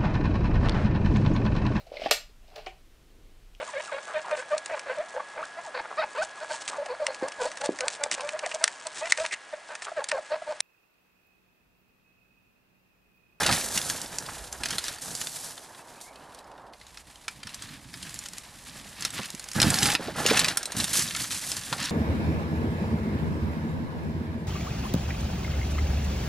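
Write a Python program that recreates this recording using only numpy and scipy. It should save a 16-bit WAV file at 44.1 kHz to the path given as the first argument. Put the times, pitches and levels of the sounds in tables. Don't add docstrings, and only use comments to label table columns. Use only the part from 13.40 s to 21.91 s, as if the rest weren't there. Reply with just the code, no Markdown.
import sys
import numpy as np
from scipy import signal
from scipy.fft import rfft, irfft
from scipy.io import wavfile
from scipy.ndimage import uniform_filter1d, map_coordinates

SR = 44100
rng = np.random.default_rng(int(sys.argv[2]) if len(sys.argv) > 2 else 0)


def store_pcm(level_fs):
    pcm = np.round(np.clip(level_fs, -1, 1) * 32767).astype(np.int16)
    wavfile.write(sys.argv[1], SR, np.atleast_2d(pcm).T)


N = 375280
TIME = np.arange(N) / SR
FREQ = np.maximum(np.arange(N // 2 + 1) * SR / N, 1)
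CENTRE = np.array([[1], [0]])

# frequency in Hz, relative gain in dB.
SNAP_SPECTRUM = [(1200, -5.5), (3500, -2), (5000, 4.5), (8000, 5), (10800, 1.5), (15500, -27.5)]
# start in seconds, time in
# seconds and distance in metres at the nearest # point, base levels there of swish, crunch, rumble and scrub in
# dB, side from 1 (left) to -1 (right).
PASSES = [(0, 0.0622, 4.8, -41, -41, -48.5, -42.5, 0.54),
          (3.327, 6.465, 1.08, -30.5, -26.5, -34, -38, -0.71),
          (6.561, 7.008, 3.6, -46, -39, -41, -44.5, 0.77)]


def undb(db):
    return 10 ** (np.asarray(db) / 20)


def unit(x):
    return x / np.sqrt(np.mean(x ** 2))


def contour(points):
    hz, db = np.transpose(points)
    return undb(np.interp(np.log(FREQ), np.log(hz), db))


def colour(x, gain):
    cepstrum = irfft(np.log(unit(gain) + 1e-9), N)
    cepstrum[1:N // 2] *= 2
    cepstrum[N // 2 + 1:] = 0
    response = irfft(np.exp(rfft(cepstrum)), N)[:SR // 10]
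    return signal.oaconvolve(x, response[None], axes=1)[:, :N]


def resonance(hz, width_hz):
    return 1 / np.sqrt(1 + ((FREQ ** 2 - hz ** 2) / (FREQ * width_hz)) ** 2)


def noise():
    return rng.standard_normal((2, N))


def walk(rate):
    knots = rng.standard_normal(N)
    return unit(np.interp(TIME * rate, np.arange(N), knots))


def fade(power, decay_s):
    return signal.lfilter([1], [1, -np.exp(-1 / (decay_s * SR))], power + 1e-18)


def blows(times, db, decay_s, rise_s):
    power = np.zeros(N)
    np.add.at(power, np.clip(times * SR, 0, N - 1).astype(int), undb(db) ** 2)
    return np.sqrt(fade(fade(power, decay_s), rise_s) / (rise_s * SR))


def grains(rate, spread_db, decay_s, bed):
    size = undb(spread_db * np.minimum(rng.exponential(size=N), 4))
    power = fade((rng.random(N) < rate / SR) * size ** 2, decay_s)
    power = power / power.mean() + bed
    return noise() * np.sqrt(power / np.median(uniform_filter1d(power, size=200)))


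def pings(times, db, hz, decay_s):
    out, age = np.zeros(N + SR), np.arange(SR // 10) / SR
    for s, gain, f in np.broadcast(times, undb(db), np.minimum(hz, SR * .45)):
        start = max(int(s * SR), 0)
        out[start:start + len(age)] += gain * np.exp(-age / decay_s) * np.sin(2 * np.pi * f * age)
    return out[:N] * CENTRE


def whistles(notes):
    out, wander = np.zeros(N), 1 + 0.03 * walk(160)
    for s, length, start_hz, end_hz, db in notes:
        progress = np.clip((TIME - s) / length, 0, 1)
        hz = (start_hz + (end_hz - start_hz) * progress) * wander
        out += undb(db) * np.sqrt(2) * np.sin(np.pi * progress) * np.sin(2 * np.pi * np.cumsum(hz) / SR)
    return out * CENTRE


def patches(rows, enter_s=0.0021, leave_share=0.74):
    out = 0
    for s, length, *db in rows:
        entering = (TIME - s) / enter_s
        leaving = 1 + (s + length - TIME) / (leave_share * length)
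        out = out + np.outer(db, np.clip(np.minimum(entering, leaving), 0, 1))
    return out


def air():
    # time in seconds, rush level in dB, breeze level in dB.
    levels = [(0.502, -52.5, -57.5), (1.202, -53, -51.5), (1.9, -55.5, -72), (3.32, -51, -66.5),
              (3.38, -60.5, -61)]
    # frequency in Hz, relative gain in dB.
    rush_spectrum = [(30, -32), (250, -4), (400, -4), (620, 1), (1000, 1.5), (2500, -27.5), (9000, -51)]
    s, *columns = np.transpose(levels)
    rush_db, breeze_db = (np.interp(TIME, s, c) for c in columns)
    breeze = colour(noise(), resonance(51.0, 42) ** 2) * undb(breeze_db)
    waver_db = 0.6 * walk(8)
    return breeze + colour(noise(), contour(rush_spectrum)) * undb(rush_db + waver_db)


def bird():
    # start and length in seconds, first and last pitch in Hz, level in dB.
    notes = [(2.373, 0.051, 2505, 2647, -58), (2.49, 0.17, 2380, 2570, -63), (2.628, 0.11, 2070, 2350, -57),
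             (2.737, .065, 2520, 2610, -62), (2.79, 0.095, 2850, 3250, -66.5)]
    return whistles(notes)


def woods(x, t60_s, wet_db):
    age = np.arange(SR // 2) / SR
    tail = rng.standard_normal((2, len(age))) * np.exp(-np.log(1000) * age / t60_s) * (age > .004)
    tail = tail / np.sqrt(np.sum(tail ** 2, axis=1, keepdims=True))
    return x + undb(wet_db) * signal.fftconvolve(x[:1], tail, axes=1)[:, :N]


def brake():
    # start and length in seconds, first and last pitch in Hz, level in dB.
    squeal = [(6.35, 0.232, 774, 847, -36)]
    return whistles(squeal)


def freehub():
    # start, length and tick period in seconds, relative level in dB.
    coasts = [(4.694, .33, 0.048, -42.5), (5.857, .3, .046, -43.5)]
    ticks = [(t, db) for start, length, gap, db in coasts for t in np.arange(start, start + length, gap)]
    s, db = np.transpose(ticks)
    db = db - 2 * rng.standard_normal(N)[:len(s)]
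    contact = noise() * blows(s, db + 10.0, decay_s=0.0014, rise_s=0.00017)
    click = colour(contact, contour(SNAP_SPECTRUM) + 0.64 * resonance(2600, 2000))
    return click + pings(s, db + 2.5, hz=7000, decay_s=.004)


def thumps():
    # start in seconds, relative level in dB, pitch in Hz.
    bumps = [(.09, -26, 1130), (.887, -34.5, 1130), (4.051, -41.5, 133.4), (5.789, -32.5, 166.4),
             (5.791, -33.5, 900), (5.939, -37, 200), (6.238, -21, 190), (6.286, -22, 165),
             (6.425, -21, 157), (6.596, -30, 330), (6.682, -28, 480), (6.853, -22.5, 410), (6.91, -16, 420),
             (7.585, -30.5, 196.4), (8.321, -31, 216.4), (8.326, -27, 1135)]
    out, age = np.zeros(N + SR), np.arange(SR // 10) / SR
    for s, db, hz in bumps:
        push = rng.standard_normal(len(age)) * np.exp(-age / 0.0091)
        band = signal.butter(2, [hz * 0.57, hz * 1.37], "bandpass", fs=SR, output="sos")
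        start = int(s * SR)
        out[start:start + len(age)] += unit(signal.sosfilt(band, push)) * undb(db - 11.5)
    return out[:N] * CENTRE


def clinks(decay_s=0.0045):
    # start in seconds, level in dB, main pitch in Hz.
    touches = [(.616, -28, 5550), (0.785, -24.5, 5710), (1.127, -28.5, 7300), (1.751, -28, 4700),
               (1.871, -27.5, 3550), (4.79, -32.5, 7100), (5.608, -31.5, 7300), (7.172, -21, 9740),
               (8.117, -24, 5075)]
    s, db, hz = np.transpose(touches)
    detunings = rng.uniform(-1.1, 1, (len(s), 7)).T
    cluster = sum(pings(s, db - 13, hz * np.exp(0.31 * d), decay_s) for d in detunings)
    contact = noise() * blows(s, db + 0.5, decay_s=0.0015, rise_s=.0002)
    return pings(s, db, hz, decay_s) + cluster + colour(contact, contour(SNAP_SPECTRUM))


def rattle(crunch_db, rough_db, base_per_s=7.5, ceiling_db=-34.5):
    at = np.flatnonzero(rng.random(N) < base_per_s * undb(rough_db) / SR)
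    size, brightness = noise()[:, at]
    db = np.minimum(crunch_db[at] + 0.5 + 4.5 * size, ceiling_db)
    return np.column_stack([TIME[at], db, 2 + 5 * brightness])


def chain_slaps(rough_db):
    # start in seconds, level in dB, bright snap over frame ring in dB. # The row
    # at 6.551 s is a sharp click as the scene changes, played like a slap.
    hard_slaps = [(0.033, -26, -0.5), (0.063, -19.5, 2), (0.075, -27, -5), (0.091, -29, -9),
                  (0.112, -29.5, -5), (0.126, -24.5, 0.5), (0.376, -22, 2), (0.415, -31, 6.5),
                  (0.499, -25, 6), (1.235, -28.5, -2.5), (1.257, -29, 0.5), (1.307, -29.5, 4.5),
                  (1.383, -26, 6.5), (1.441, -33.5, 3.5), (1.482, -30, 0), (1.814, -28.5, 4),
                  (2.178, -43, 1.5), (3.115, -55, 0), (3.335, -48.5, -6), (3.413, -48.5, -5),
                  (3.467, -50, 1), (3.573, -42.5, -3), (3.881, -29.5, -2), (4.071, -37.5, -3.5),
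                  (4.144, -36, 15), (4.54, -39, -5.5), (4.627, -39.5, 10.5), (5.623, -32.5, 2.5),
                  (5.65, -23.5, 2.5), (5.996, -37.5, 9.5), (6.201, -20.5, -2.5), (6.217, -17.5, 5.5),
                  (6.228, -17.5, -3.5), (6.303, -22.5, 9.5), (6.342, -24, 9), (6.387, -24.5, 17),
                  (6.43, -20, 6.5), (6.457, -23, -1.5), (6.551, -19.5, -11), (6.863, -19.5, 2.5),
                  (6.899, -24.5, -6), (6.972, -21.5, 1.5), (6.993, -17.5, 4.5), (7.045, -22, -1),
                  (7.084, -22.5, 3.5), (7.172, -22, 8.5), (7.23, -32, 7.5), (7.256, -28, 10),
                  (7.32, -31.5, 9.5), (7.401, -26, 3), (7.442, -24.5, 9), (7.749, -31, -4.5),
                  (7.763, -30, 20.5), (7.798, -33.5, -7), (8.167, -34, 4.5), (8.327, -26.5, -5.5)]
    s, db, bright_db = np.transpose(hard_slaps)
    bounce_db = np.minimum(-14.5 + 0.67 * np.interp(s, TIME, rough_db), -2)
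    delays_s = np.cumsum(.0055 * (.5 + rng.random((len(s), 2))), axis=1).T
    rebounds = [np.column_stack([s + delay, db + k * bounce_db, bright_db])
                for k, delay in enumerate(delays_s, 1)]
    return np.vstack([hard_slaps, *rebounds])


def clacks(slaps):
    # frequency in Hz, width in Hz, relative gain in dB.
    frame_modes = [(985, 220, 0.5), (1354, 240, 6.5), (1760, 590, 7), (2640, 990, -1), (3570, 1700, 4),
                   (4430, 1460, 4)]
    s, db, bright_db = np.transpose(slaps)
    ring_db = db - 10 * np.log10(1 + undb(bright_db) ** 2)
    modes = [undb(gain_db) * resonance(hz, width) ** 2 for hz, width, gain_db in frame_modes]
    frame = np.sqrt(sum(mode ** 2 for mode in modes))
    contact = dict(decay_s=.0019, rise_s=.00015)
    ring = colour(noise() * blows(s, ring_db + 5.5, **contact), frame)
    snap = colour(noise() * blows(s, ring_db + bright_db + 3.5, **contact), contour(SNAP_SPECTRUM))
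    detunings = np.tanh(rng.standard_normal((len(s), 3)).T)
    centre_hz = 4000 * undb(np.minimum(bright_db, 10) / 3)
    links = sum(pings(s, db, centre_hz * np.exp(0.5 * d), decay_s=0.0048) for d in detunings)
    return ring + snap + links


def path(speed_m_s=7.68):
    passes = np.array(PASSES)
    which = np.searchsorted(passes[1:, 0], TIME)
    _, nearest_s, nearest_m, *_, side = passes[which].T
    distance_m = np.hypot(nearest_m, speed_m_s * (TIME - nearest_s))
    return which, distance_m, side * nearest_m / distance_m


def ride(which, distance_m, loss_db_per_decade=23.5, bend_s=2.37):
    # start and length in seconds, added swish and crunch in dB.
    clumps = [(-.02, 0.16, 6, 12), (.11, 0.39, 7, 2), (1.23, 0.24, 8, 10.5), (1.61, 0.42, 11, 3),
              (2.61, 0.05, 14, -2), (2.92, 0.066, 7, 9.5), (4.0, 0.28, 3.5, 8.5), (4.53, 0.23, 7.5, 6.5),
              (5.55, 0.27, 1.5, 5.5), (6.557, 0.2, -4.5, -2), (6.76, 0.22, 10, 5.5), (6.85, 0.19, 2, 7),
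              (7.365, 1.03, 15, 8.5), (7.53, 0.088, 11, 6), (7.79, 0.29, 3.5, 1.5), (8.38, 0.097, -2, 11)]
    # start and length in seconds, added rumble and scrub in dB.
    ruts = [(-.02, 0.14, 13, 14), (1.2, 0.13, 9.5, 6.5), (1.62, 0.18, 6.5, 4), (3.95, 0.51, 7.5, 0.5),
            (4.53, 0.17, 5.5, 2), (6.155, 0.13, 10, 10.5), (6.75, 0.27, 3.5, 8.5), (7.365, 0.19, 4, 3),
            (8.31, 0.11, 8, 10)]
    # take-off and time aloft in seconds, then changes in dB of
    hops = [(5.8, 0.341, -14, -20, -13.5), (7.03, 0.308, -4.5, -24, -1)]
    _, _, nearest_m, *levels, _ = np.array(PASSES)[which].T
    swish, crunch, rumble, scrub = np.array(levels) - loss_db_per_decade * np.log10(distance_m / nearest_m)
    shaded_s = np.maximum(TIME - bend_s, 0) * (which == 0)
    clump_swish, rough_db = patches(clumps)
    rut_rumble, rut_scrub = patches(ruts)
    hop, hop_rumble, hop_scrub = patches(hops, enter_s=0.23, leave_share=0.035)
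    return np.array([swish + clump_swish + hop - 18 * shaded_s,
                     crunch + rough_db + hop - 6.5 * shaded_s,
                     rumble + rut_rumble + hop_rumble,
                     scrub + rut_scrub + hop_scrub]), rough_db


def wheels(levels_db):
    # frequency in Hz, relative gain in dB.
    swish = [(2000, -15), (3800, -2.5), (5200, 0), (7500, 1), (10300, -0.5), (12300, -7.5), (15000, -27)]
    crunch = [(600, -27.5), (1100, 1), (1400, -2), (1720, 4), (2100, 2), (4000, 1), (5200, -2),
              (9000, -22.5)]
    scrub = [(150, -6), (330, 0.5), (820, 4.5), (1100, -2), (1700, 2.5), (4000, -43)]
    rumble = [(18, -40), (45, -16), (125, -1), (215, -3.5), (310, -8), (560, -45)]
    jolt_db = 2.02 * walk(28)
    swish_db, crunch_db, rumble_db, scrub_db = levels_db + jolt_db
    prominence = undb(-.3 * crunch_db - 18.5)
    twigs = prominence * grains(rate=130, spread_db=4.0, decay_s=0.0069, bed=0.22)
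    grass = colour(grains(rate=1600, spread_db=4.0, decay_s=0.0018, bed=0.13) + twigs, contour(swish))
    grit = colour(grains(rate=380, spread_db=3.0, decay_s=0.004, bed=0.076) + twigs, contour(crunch))
    tread = colour(grains(rate=120, spread_db=-1.5, decay_s=0.0034, bed=0.28), contour(scrub))
    ground = colour(grains(rate=60, spread_db=1.5, decay_s=0.026, bed=0.089), contour(rumble))
    return (grass * undb(swish_db - 2.0) + grit * undb(crunch_db - 6.0)
            + tread * undb(scrub_db) + ground * undb(rumble_db))


def capsules(mid, side, leftward, lead_s=.000024, lead_db=0.5):
    # frequency in Hz, gain of the side signal in dB.
    width = [(2500, -34), (5000, -19), (8000, -7.5), (13000, -3.5)]
    # frequency in Hz, sensitivity of the right capsule over the left in dB.
    imbalance = [(250, 4), (1000, 1.9), (5000, -0.5), (9000, 2), (13000, 6.5)]
    mid, side = rfft(mid), rfft(side) * contour(width)
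    lean = np.sqrt(contour(imbalance))
    left, right = irfft(np.array([(mid + side) / lean, (mid - side) * lean]), N)
    left = map_coordinates(left, [(TIME + lead_s * leftward) * SR], mode="nearest")
    louder = undb(lead_db * leftward / 2)
    return np.array([left * louder, right / louder])


def scene():
    which, distance_m, leftward = path()
    levels_db, rough_db = ride(which, distance_m)
    slaps = np.vstack([chain_slaps(rough_db), rattle(levels_db[1], rough_db)])
    rolling_and_air = wheels(levels_db) + air()
    chain = clacks(slaps) + clinks()
    knocks = woods(freehub() + thumps() + chain, t60_s=0.11, wet_db=-13)
    mid, side = rolling_and_air + knocks + brake() + bird()
    return capsules(mid, side, leftward)


def record(dry):
    return signal.sosfilt(signal.ellip(8, .2, 70, 15150, fs=SR, output="sos"), dry)


dry = scene()
out = record(dry)
store_pcm(out)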